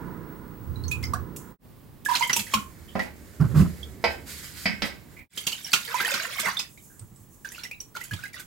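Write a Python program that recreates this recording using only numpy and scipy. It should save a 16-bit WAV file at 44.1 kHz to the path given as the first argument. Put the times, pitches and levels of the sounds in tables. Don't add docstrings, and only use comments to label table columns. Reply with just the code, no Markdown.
import sys
import numpy as np
from scipy import signal
from scipy.fft import rfft, irfft, next_fast_len
from scipy.io import wavfile
from scipy.ndimage import map_coordinates

SR = 44100
rng = np.random.default_rng(int(sys.argv[2]) if len(sys.argv) > 2 else 0)


def log_audio(samples):
    frames = np.atleast_2d(samples).T
    limited = np.clip(frames, -1, 1)
    pcm = np.round(limited * 32767).astype(np.int16)
    wavfile.write(sys.argv[1], SR, pcm)


N = 373086
TIME = np.arange(N) / SR

SHOT_CHANGES = [1.58, 5.29]
DRIPS = [(0.757, 3990, -45.5, 0.17), (0.838, 4370, -32.5, 0.048), (0.881, 6260, -26, 0.034),
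         (0.913, 2520, -28.5, 0.19), (1.034, 2122, -27.5, 0.09), (1.039, 5040, -20, 0.016),
         (1.135, 1190, -11.5, .03), (1.142, 725, -25, 0.04), (2.06, 1712, -16, 0.063),
         (2.086, 990, -18.5, 0.17), (2.111, 987, -15, 0.1), (2.151, 4150, -13, .035),
         (2.208, 977.5, -16, 0.15), (2.224, 2107, -19, 0.15), (2.231, 3120, -21.5, 0.11),
         (2.297, 2034, -13, 0.045), (2.33, 5880, -14.5, 0.052), (2.364, 934, -21.5, 0.076),
         (2.468, 2050, -35, 0.06), (2.537, 1067, -7.5, 0.089), (2.993, 1950, -22.5, 0.13),
         (3.83, 3380, -30.5, .04), (5.377, 3220, -22, 0.042), (5.469, 3250, -14.5, 0.029),
         (5.529, 3060, -19, 0.033), (5.645, 5630, -26.5, 0.057), (5.718, 4670, -22, .02),
         (5.737, 1406, -9.5, 0.022), (5.942, 1005, -15, 0.053), (6.004, 1550, -14, 0.036),
         (6.048, 1860, -15, .04), (6.078, 865, -21, 0.035), (6.118, 598, -23.5, .07),
         (6.14, 1490, -14, 0.021), (6.457, 2080, -14, .04), (6.485, 1050, -11.5, 0.023),
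         (6.57, 3610, -16.5, 0.043), (6.592, 5180, -16, 0.023), (6.775, 2380, -38.5, 0.027),
         (6.994, 8480, -34.5, 0.03), (7.16, 8000, -46.5, 0.057), (7.447, 1600, -26.5, 0.067),
         (7.489, 6400, -28, .012), (7.519, 1970, -33, 0.026), (7.547, 2750, -32, 0.034),
         (7.581, 1445, -29, 0.036), (7.635, 5640, -27, .04), (7.651, 2000, -26, 0.032),
         (7.712, 2467, -25, 0.054), (7.803, 5870, -27, 0.034), (7.951, 1484, -27, .06),
         (7.966, 1383, -25.5, 0.047), (8.012, 2040, -26.5, 0.037), (8.11, 1667, -25, 0.065),
         (8.19, 1450, -34, 0.069), (8.237, 1630, -23, 0.033), (8.255, 2050, -28.5, 0.041),
         (8.342, 1940, -30.5, 0.063), (8.397, 1558, -33, 0.055)]
# start_s, level_db, coarseness (0 mist to 1 large bubbles), length_s
SPLASHES = [(0.912, -27, .35, 0.026), (1.027, -29.5, 0.39, 0.011), (1.362, -31, 0.045, 0.013),
            (2.049, -27, 0.19, .022), (2.15, -19.5, .55, 0.039), (2.271, -29.5, 0.091, .014),
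            (2.294, -17, .72, 0.022), (2.329, -16, .42, 0.017), (2.361, -12.5, 0.27, 0.022),
            (2.39, -18.5, .4, .022), (2.536, -11.5, .55, 0.019), (5.373, -25.5, 0.35, 0.024),
            (5.467, -13.5, .45, 0.015), (5.517, -23.5, .5, 0.023), (5.731, -8.5, .5, 0.023),
            (6.001, -16.5, .8, 0.029), (6.046, -22, .75, 0.02), (6.136, -19.5, .72, 0.046),
            (6.394, -18.5, .3, .022), (6.46, -17, 1, .03), (6.592, -23, .5, .022), (7.449, -37, .5, 0.019),
            (7.518, -33.5, 0.13, 0.013), (7.634, -29.5, .42, 0.017), (7.804, -37.5, 0.17, 0.019),
            (7.961, -25.5, .7, .02), (8.005, -34, .3, 0.012), (8.036, -35.5, 0, 0.018),
            (8.132, -28, .45, 0.018), (8.395, -31.5, .25, 0.022)]
POUR_FLOW = [(5.42, -47.5), (5.516, -45.5), (5.574, -46), (5.938, -39.5), (6.092, -32.5), (6.286, -39.5),
             (6.486, -35), (6.608, -48.5), (6.66, -53)]
THIN_STREAMS = [(2.088, .16, -37.5), (2.46, .13, -44), (7.449, 0.034, -51.5), (7.532, 0.12, -50),
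                (7.942, .14, -51.5), (8.107, .17, -51), (8.328, 0.074, -49)]
# start_s, crack_db, boom_db, clop_db, ring_db, click_db
SPOON_HITS = [(2.952, -11.5, -26.5, -28.5, -39.5, -53), (2.991, -15.5, -33.5, -36.5, -36, -45.5),
              (4.039, -6, -26, -14, -21.5, -27), (4.655, -11.5, -16, -27.5, -19.5, -26),
              (4.819, -9.5, -26, -30, -30, -32.5)]
BOWL_MODES = [(199.5, -1.5, 0.23), (487, -3, 0.12), (658.7, 0.5, 0.1), (754, -12, 0.14), (1565, -7.5, 0.42),
              (1830, -12.5, 0.35), (1977, 4, 0.23), (2180, -4, 0.38), (2275, -2, 0.24), (2554, -8.5, 0.34),
              (3000, -9, 0.13), (3075, -8.5, 0.31), (4050, -9, 0.15), (4580, -7, 0.16), (4610, -4, .17),
              (4900, 2, .2), (5190, -7.5, 0.32)]
# start_s, pitch_hz,
# climb (share of the pitch), level_db, length_s
GULPS = [(2.369, 208, -0.02, -34.5, .06), (2.538, 215, -0.12, -28.5, 0.065),
         (3.398, 150.5, 0.52, -12.5, .036), (3.42, 125.8, 0.11, -17.5, 0.056),
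         (3.465, 129, 0.14, -28, 0.13), (3.542, 153.2, 0.03, -12, .073),
         (3.595, 182, 0.34, -13, .043), (3.64, 165, -0.057, -19, .04),
         (7.008, 106, -0.025, -37, 0.044), (7.111, 103, -.05, -42.5, 0.028),
         (7.188, 106, 0.035, -50.5, .05), (8.115, 109, 0.0048, -28, 0.045)]
STIR_EFFORT = [(2.55, -56.5), (3.35, -52), (3.54, -39), (3.59, -36.5), (3.77, -47.5), (4.22, -46.5),
               (4.42, -57), (4.8, -55.5), (5.2, -66.5)]
SPOON_DRAGS = [(3.0, 0.027, -54.5), (3.541, 0.065, -47.5), (3.665, 0.14, -62), (4.085, 0.042, -55.5),
               (4.256, 0.14, -46.5), (4.418, 0.16, -51.5), (4.559, 0.088, -47.5), (4.83, 0.04, -49.5)]
WET_RUBS = [(2.879, 3200, -56, 0.074), (5.164, 2240, -47.5, 0.1), (6.896, 1590, -61, 0.1)]
ENGINE_LEVELS = [(0.0, -40.5, -49.5), (0.65, -49, -60.5), (1.146, -44, -54.5), (1.352, -45.5, -59.5),
                 (1.48, -51.5, -57.5)]
ROOM_DECAY = [(150, 0.38), (1000, 0.25), (3000, 0.24), (8000, 0.17), (15000, 0.033)]

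# frequency_hz, level_db
GURGLE_EQ = [(200, -11.5), (450, -12), (800, -9.5), (1500, 8), (2200, 6.5), (3200, -16), (6000, -52)]
SPATTER_EQ = [(900, -39), (1800, -11), (2600, -10), (5000, -6.5), (7000, -19), (10000, -23.5)]
MIST_EQ = [(3500, -31), (7000, -2.5), (10000, -7.5), (13000, -5), (16000, -14)]
DRONE_EQ = [(25, -27), (58, -6), (90, -5.5), (150, -0.5), (200, -4), (260, -4.5), (320, -4), (450, -9),
            (650, -17), (1200, -45.5)]
ROAD_EQ = [(200, -14), (500, -2.5), (750, -9.5), (980, 6), (1150, -1.5), (1500, -3), (2000, -11),
           (2600, -26), (6000, -36.5)]
ROOM_TONE_EQ = [(15, -40.5), (25, -9), (137, -2.5), (317, -11), (659, -23), (962, -23), (1160, -23),
                (1330, -29.5), (1890, -29), (2280, -32.5), (5140, -35.5), (5880, -39.5), (12200, -35),
                (16000, -30)]
TICK_EQ = [(200, -2.5), (700, -2), (1500, -12.5), (5000, -1), (9000, -4), (16000, -7.5)]
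THUD_EQ = [(80, -9.5), (195, 5), (290, -9), (400, 0), (800, -15.5), (2000, -26)]
HEAVE_EQ = [(20, -35), (38, -19), (60, 3.5), (200, 0), (350, -11.5), (700, -38.5), (2000, -62)]
SLOSH_EQ = [(150, .5), (400, -3), (800, -7), (1300, -.5), (2000, -16.5), (3200, -25.5), (7000, -33.5),
            (15000, -29.5)]
SWIRL_EQ = [(25, -31.5), (55, -4.5), (72, 12), (100, -4.5), (150, -11), (300, -8), (600, -17.5),
            (1500, -52)]
EXHAUST_EQ = [(40, -45), (88 * .76, -10), (88, 0), (100, -9), (116, -1), (140, -16), (260, -26),
              (600, -60)]


def drops(tick_t60=.035, spray_db=-10, spray_t60=.12, satellite_db=-11):
    out, t = np.zeros(N), np.arange(SR // 5) / SR
    burst = (amp(-60 * t / tick_t60) + amp(spray_db - 60 * t / spray_t60)) * (1 - np.exp(-t / .00037))
    for start, hz, db, t60 in DRIPS:
        tick = colour(rng.standard_normal(len(t)) * burst, TICK_EQ)
        add(out, start, amp(db) * bubble(t, hz, t60) + amp(-23.5 + .8 * db) * tick)
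        for lateness, smallness in rng.random((3, 2)):
            ratio = 1 + .7 * smallness ** 2
            satellite = bubble(t, hz * ratio, t60=.034) / ratio
            add(out, start + .0066 + .03 * lateness, amp(db + satellite_db - 9.7 * lateness) * satellite)
    return out


def bubble(t, hz, t60, rise=.052):
    glide = rise * np.tanh(2 * t / t60 - .5) * .036 / t60
    flutter = map_coordinates(rng.standard_normal(200), [t * hz / 10], mode="nearest")
    phase = 2 * np.pi * np.cumsum(hz * (1 + glide)) / SR + flutter
    return np.sin(phase) * amp(-60 * t / t60) * (1 - np.exp(-t * hz / 2))


def splashes(attack_s=.0025, click_t60=.005, settle_s=.06):
    out, t = np.zeros(N), np.arange(SR // 5) / SR
    for start, db, coarseness, length in SPLASHES:
        big_db, small_db, mist_db = -25.5 * np.abs(coarseness - np.array([1, .5, 0]))
        decay = np.exp(-2 * t / length)
        settling = amp(-14) * np.exp(-t / settle_s)
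        big = swarm(220, len(t), low_hz=850, high_hz=2600, cycles=24, spread_db=2, rise=.06)
        small = swarm(480, len(t), low_hz=2300, high_hz=7200, cycles=34, spread_db=2.2, rise=.04)
        spray = colour(rng.standard_normal(len(t)), MIST_EQ) * (decay + settling)
        thud = colour(rng.standard_normal(len(t)), THUD_EQ)
        click = rng.standard_normal(len(t)) * amp(mist_db - 5 - 60 * t / click_t60)
        cloud = amp(big_db - 1) * big + amp(small_db - 2) * small + amp(-18) * thud
        body = (1 - np.exp(-t / attack_s)) * (decay * cloud + amp(mist_db) * spray)
        add(out, start, amp(db) * (click + body))
    return out


def stream(breakthrough_s=5.86, opening_s=.039, lumps_db=2.1, surge_db=1.6):
    def lumpy(bubbles, wash_eq, wash):
        return amp(lumps_db * wobble(60)) * (bubbles + wash * noise(wash_eq)) / np.hypot(1, wash)

    pouring = (TIME > SHOT_CHANGES[1]) * (TIME < POUR_FLOW[-1][0])
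    pour = amp(np.interp(TIME, *np.transpose(POUR_FLOW))) * pouring
    trickle = sum(amp(db) * held(start, length, attack_s=.0074, release_s=.017)
                  for start, length, db in THIN_STREAMS)
    bare_mesh = np.clip(1 - (TIME - breakthrough_s) / opening_s, 0, 1)
    big = swarm(2000, N, low_hz=450, high_hz=2700, cycles=38, spread_db=2.8, rise=.05)
    small = swarm(4000, N, low_hz=2000, high_hz=7000, cycles=70, spread_db=3.6, rise=.03)
    fine = swarm(9000, N, low_hz=6100, high_hz=15600, cycles=44, spread_db=8.5, rise=.02)
    big = unit(colour(big, GURGLE_EQ))
    gurgle = (amp(-9.5 * bare_mesh) * pour + amp(-5) * trickle) * lumpy(big, GURGLE_EQ, wash=.5)
    spatter = (amp(-1) * pour + trickle) * lumpy(small, SPATTER_EQ, wash=.57)
    hiss = (amp(-6 + 3.5 * bare_mesh) * pour + amp(-4) * trickle) * lumpy(fine, MIST_EQ, wash=.92)
    return (gurgle + spatter + hiss) * amp(surge_db * wobble(35))


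def swarm(count, samples, low_hz, high_hz, cycles, spread_db, rise):
    when, smallness, strength = rng.random((count, 3)).T[:, :, None]
    hz = low_hz * (high_hz / low_hz) ** smallness
    n = np.arange(min(int(cycles * SR / low_hz), 2000))
    turns = hz * n / SR
    age = turns / cycles
    glide = 1 + rise * np.minimum(age, 1)
    ring = np.sin(2 * np.pi * turns * glide) * amp(-60 * age) * (1 - np.exp(-turns))
    gain = amp(-spread_db * np.log(np.maximum(strength, .02)))
    positions = (when * samples).astype(int) + n
    return unit(np.bincount(positions.ravel(), (ring * gain).ravel(), samples)[:samples])


def knocks(crack_t60=.058, rattle_t60=.33, attack_s=.00084):
    out, t = np.zeros(N), np.arange(SR // 2) / SR
    hz, mode_db, t60 = np.transpose(BOWL_MODES)[:, :, None]
    burst = amp(-60 * t / crack_t60) + amp(-7 - 60 * t / rattle_t60)
    for start, crack_db, boom, clop, ring, click in SPOON_HITS:
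        contact_eq = [(200, boom), (500, clop), (800, clop), (1500, ring - 2), (2500, ring - 2),
                      (3500, click - 1), (5200, click - 1)]
        crack_eq = [(100, boom - 14), (200, boom - 1), (330, (boom + clop) / 2 - 7), (600, clop),
                    (850, clop - 1), (1150, (clop + ring) / 2 - 8), (2000, ring - 2), (3500, click - 5),
                    (5200, click - 6), (6500, click - 20), (15000, click - 32)]
        level_db = mode_db + along(contact_eq, hz) - 2 + 1.1 * rng.standard_normal(hz.shape)
        blur = np.cumsum(rng.standard_normal((len(hz), len(t))), axis=1) * np.sqrt(hz / SR) * .25
        polarity = rng.choice([-1, 1], hz.shape)
        modes = polarity * amp(level_db - 60 * t / t60) * np.sin(2 * np.pi * hz * t + blur)
        crack = amp(crack_db - 12.5) * colour(rng.standard_normal(len(t)) * burst, crack_eq)
        add(out, start + .00078, (modes.sum(0) + crack) * (1 - np.exp(-t / attack_s)))
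    return out


def gulps():
    notes, swell = np.zeros(N), np.zeros(N)
    for start, hz, climb, db, length in GULPS:
        progress = np.linspace(0, 1, int(length * SR))
        envelope = amp(db) * np.abs(np.sin(np.pi * progress)) ** .64
        pitch_hz = hz * (1 + climb * (progress - .5))
        add(notes, start, envelope * np.sin(2 * np.pi * np.cumsum(pitch_hz) / SR))
        add(swell, start, envelope)
    slosh = amp(-9.5) * noise(HEAVE_EQ) + amp(-23) * noise(SLOSH_EQ)
    froth = swarm(1500, N, low_hz=2000, high_hz=9000, cycles=50, spread_db=3, rise=.04)
    return notes + swell * (slosh + amp(-39) * froth)


def swirl():
    return amp(3.5) * fader(STIR_EFFORT) * noise(SWIRL_EQ)


def swishes(surge_db=2):
    stirring = amp(-45.5) * fader(STIR_EFFORT) ** .29
    drag = sum(amp(db) * held(start, length, attack_s=.027, release_s=.023)
               for start, length, db in SPOON_DRAGS)
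    gurgle = (amp(-2) * stirring + amp(-7) * drag) * noise(GURGLE_EQ)
    spatter = (amp(-4) * stirring + amp(-1) * drag) * noise(SPATTER_EQ)
    hiss = (stirring + drag) * noise(MIST_EQ)
    return (gurgle + spatter + hiss) * amp(surge_db * wobble(22))


def squeaks(width=.11):
    out = np.zeros(N)
    for start, hz, db, length in WET_RUBS:
        progress = np.linspace(0, 1, int(length * SR))
        band = [(hz / 2, -50), (hz * (1 - 2 * width), -20), (hz * (1 - width / 2), 0),
                (hz * (1 + width / 2), 0), (hz * (1 + 2 * width), -20), (hz * 2, -50)]
        rasp = unit(colour(rng.standard_normal(len(progress)), band))
        add(out, start, amp(db) * np.sin(np.pi * np.sqrt(progress)) * rasp)
    return out


def foam(start_s=6.55, attack_s=.084, fade_db_per_s=13.5, flicker_db=3):
    age = np.maximum(TIME - start_s, 0)
    level_db = -52.5 - fade_db_per_s * age + flicker_db * wobble(18)
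    return np.minimum(age / attack_s, 1) * amp(level_db) * noise(MIST_EQ)


def engine(firing_hz=29.1, roughness=.66):
    times, *levels = np.transpose(ENGINE_LEVELS)
    first_shot = TIME < SHOT_CHANGES[0]
    drone_gain, road_gain = [amp(np.interp(TIME, times, db)) * first_shot for db in levels]
    firings = np.cumsum(firing_hz * (1 + .0076 * wobble(5.06))) / SR
    orders = np.arange(2, 18)[:, None]
    phases = 2 * np.pi * (orders * firings + rng.random(orders.shape))
    harmonics = amp(along(DRONE_EQ, orders * firing_hz)) * np.sin(phases)
    boom = amp(-36) * held(start_s=.567, length_s=.66, attack_s=.12, release_s=.033) * noise(EXHAUST_EQ)
    drone = unit(unit(harmonics.sum(0)) + roughness * noise(DRONE_EQ))
    return amp(1.5) * drone_gain * drone + amp(3) * road_gain * noise(ROAD_EQ) + boom


def room_tone(whine_hz=15734):
    shot = np.searchsorted(SHOT_CHANGES, TIME)
    air = noise(ROOM_TONE_EQ) + np.array([noise(ROOM_TONE_EQ), noise(ROOM_TONE_EQ)])
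    whine = np.sin(2 * np.pi * whine_hz * TIME) * amp(2.5 * wobble(14) - 2)
    return amp([-52, -52, -57])[shot] * air + amp([-53, -72, -63])[shot] * whine


def reverb(x, wall_db, room_db, wall_t60=.031):
    hz, t, spectrum = signal.stft(rng.standard_normal((2, SR // 2)), SR, nperseg=256)
    tail = signal.istft(spectrum * amp(-60 * t / along(ROOM_DECAY, hz)[:, None]), SR, nperseg=256)[1]
    age = np.arange(tail.shape[1]) / SR
    walls = rng.standard_normal(len(age)) * amp(-60 * age / wall_t60)
    early = amp(wall_db) * np.array([walls, -walls]) / np.linalg.norm(walls)
    late = amp(room_db) * tail / np.linalg.norm(tail[0])
    response = np.pad(early + late, ((0, 0), (20, 0)))
    return np.pad(x, (0, response.shape[1] - 1)) + signal.fftconvolve(x[None], response, axes=1)


def shifting_reverb(x, wall_db, room_db, hop=4096):
    out = np.zeros((2, N + 2 * SR))
    padded, window = np.pad(x, (hop, 2 * hop)), signal.get_window("hann", 2 * hop)
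    for start in range(0, N + hop, hop):
        grain = reverb(padded[start:start + 2 * hop] * window, wall_db, room_db)
        out[:, start:start + grain.shape[1]] += grain
    return out[:, hop:hop + N]


def amp(db):
    return 10 ** (np.asarray(db) / 20)


def unit(x):
    return x / np.sqrt(np.mean(x ** 2) + 1e-20)


def along(curve, hz):
    frequencies, values = np.transpose(curve)
    return np.interp(np.log(hz + 1), np.log(frequencies + 1), values)


def fader(points):
    times, db = np.transpose(points)
    return amp(np.interp(TIME, times, db)) * (TIME >= times[0]) * (TIME <= times[-1])


def held(start_s, length_s, attack_s, release_s):
    age = TIME - start_s
    return np.clip(age / attack_s, 0, 1) * np.exp(-np.maximum(age - length_s, 0) / release_s)


def wobble(rate):
    return map_coordinates(rng.standard_normal(int(N * rate / SR) + 4), [TIME * rate])


def colour(x, eq):
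    size = 2 * next_fast_len(x.shape[-1] // 2 + 2048)
    gain = unit(amp(along(eq, np.fft.rfftfreq(size, 1 / SR))))
    cepstrum = irfft(np.log(gain))
    cepstrum[1:size // 2] *= 2
    cepstrum[size // 2 + 1:] = 0
    return irfft(rfft(x, size) * np.exp(rfft(cepstrum)))[..., :x.shape[-1]]


def noise(eq):
    return unit(colour(rng.standard_normal(N), eq))


def add(track, start_s, sound):
    start = max(round(start_s * SR), 0)
    track[start:start + len(sound)] += sound[:N - start]


def scene():
    liquid = drops() + splashes() + stream() + foam() + swishes()
    low_cut = signal.butter(2, 130, "high", fs=SR, output="sos")
    bowl = signal.sosfilt(low_cut, liquid) + knocks() + squeaks()
    close = shifting_reverb(bowl, wall_db=-2.5, room_db=-5.5) * amp([[-3.8], [.8]])
    bass = gulps() + swirl()
    low_end = shifting_reverb(bass, wall_db=-19.5, room_db=-13) * amp([[-3.3], [2.2]])
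    outside = reverb(engine(), wall_db=-7, room_db=-11.5)[:, :N] * amp([[-4.5], [3]])
    return close + low_end + outside + room_tone() * amp([[-2], [1.5]])


def record(dry, fade_s=.07, top_hz=16050):
    fades = np.prod([np.minimum(np.abs(TIME - cut) / fade_s, 1) ** 2 for cut in SHOT_CHANGES], axis=0)
    size = next_fast_len(N + 4096)
    passband = np.fft.rfftfreq(size, 1 / SR) < top_hz
    return irfft(rfft(dry * fades, size) * passband, size)[:, :N]


dry = scene()
out = record(dry)
log_audio(out)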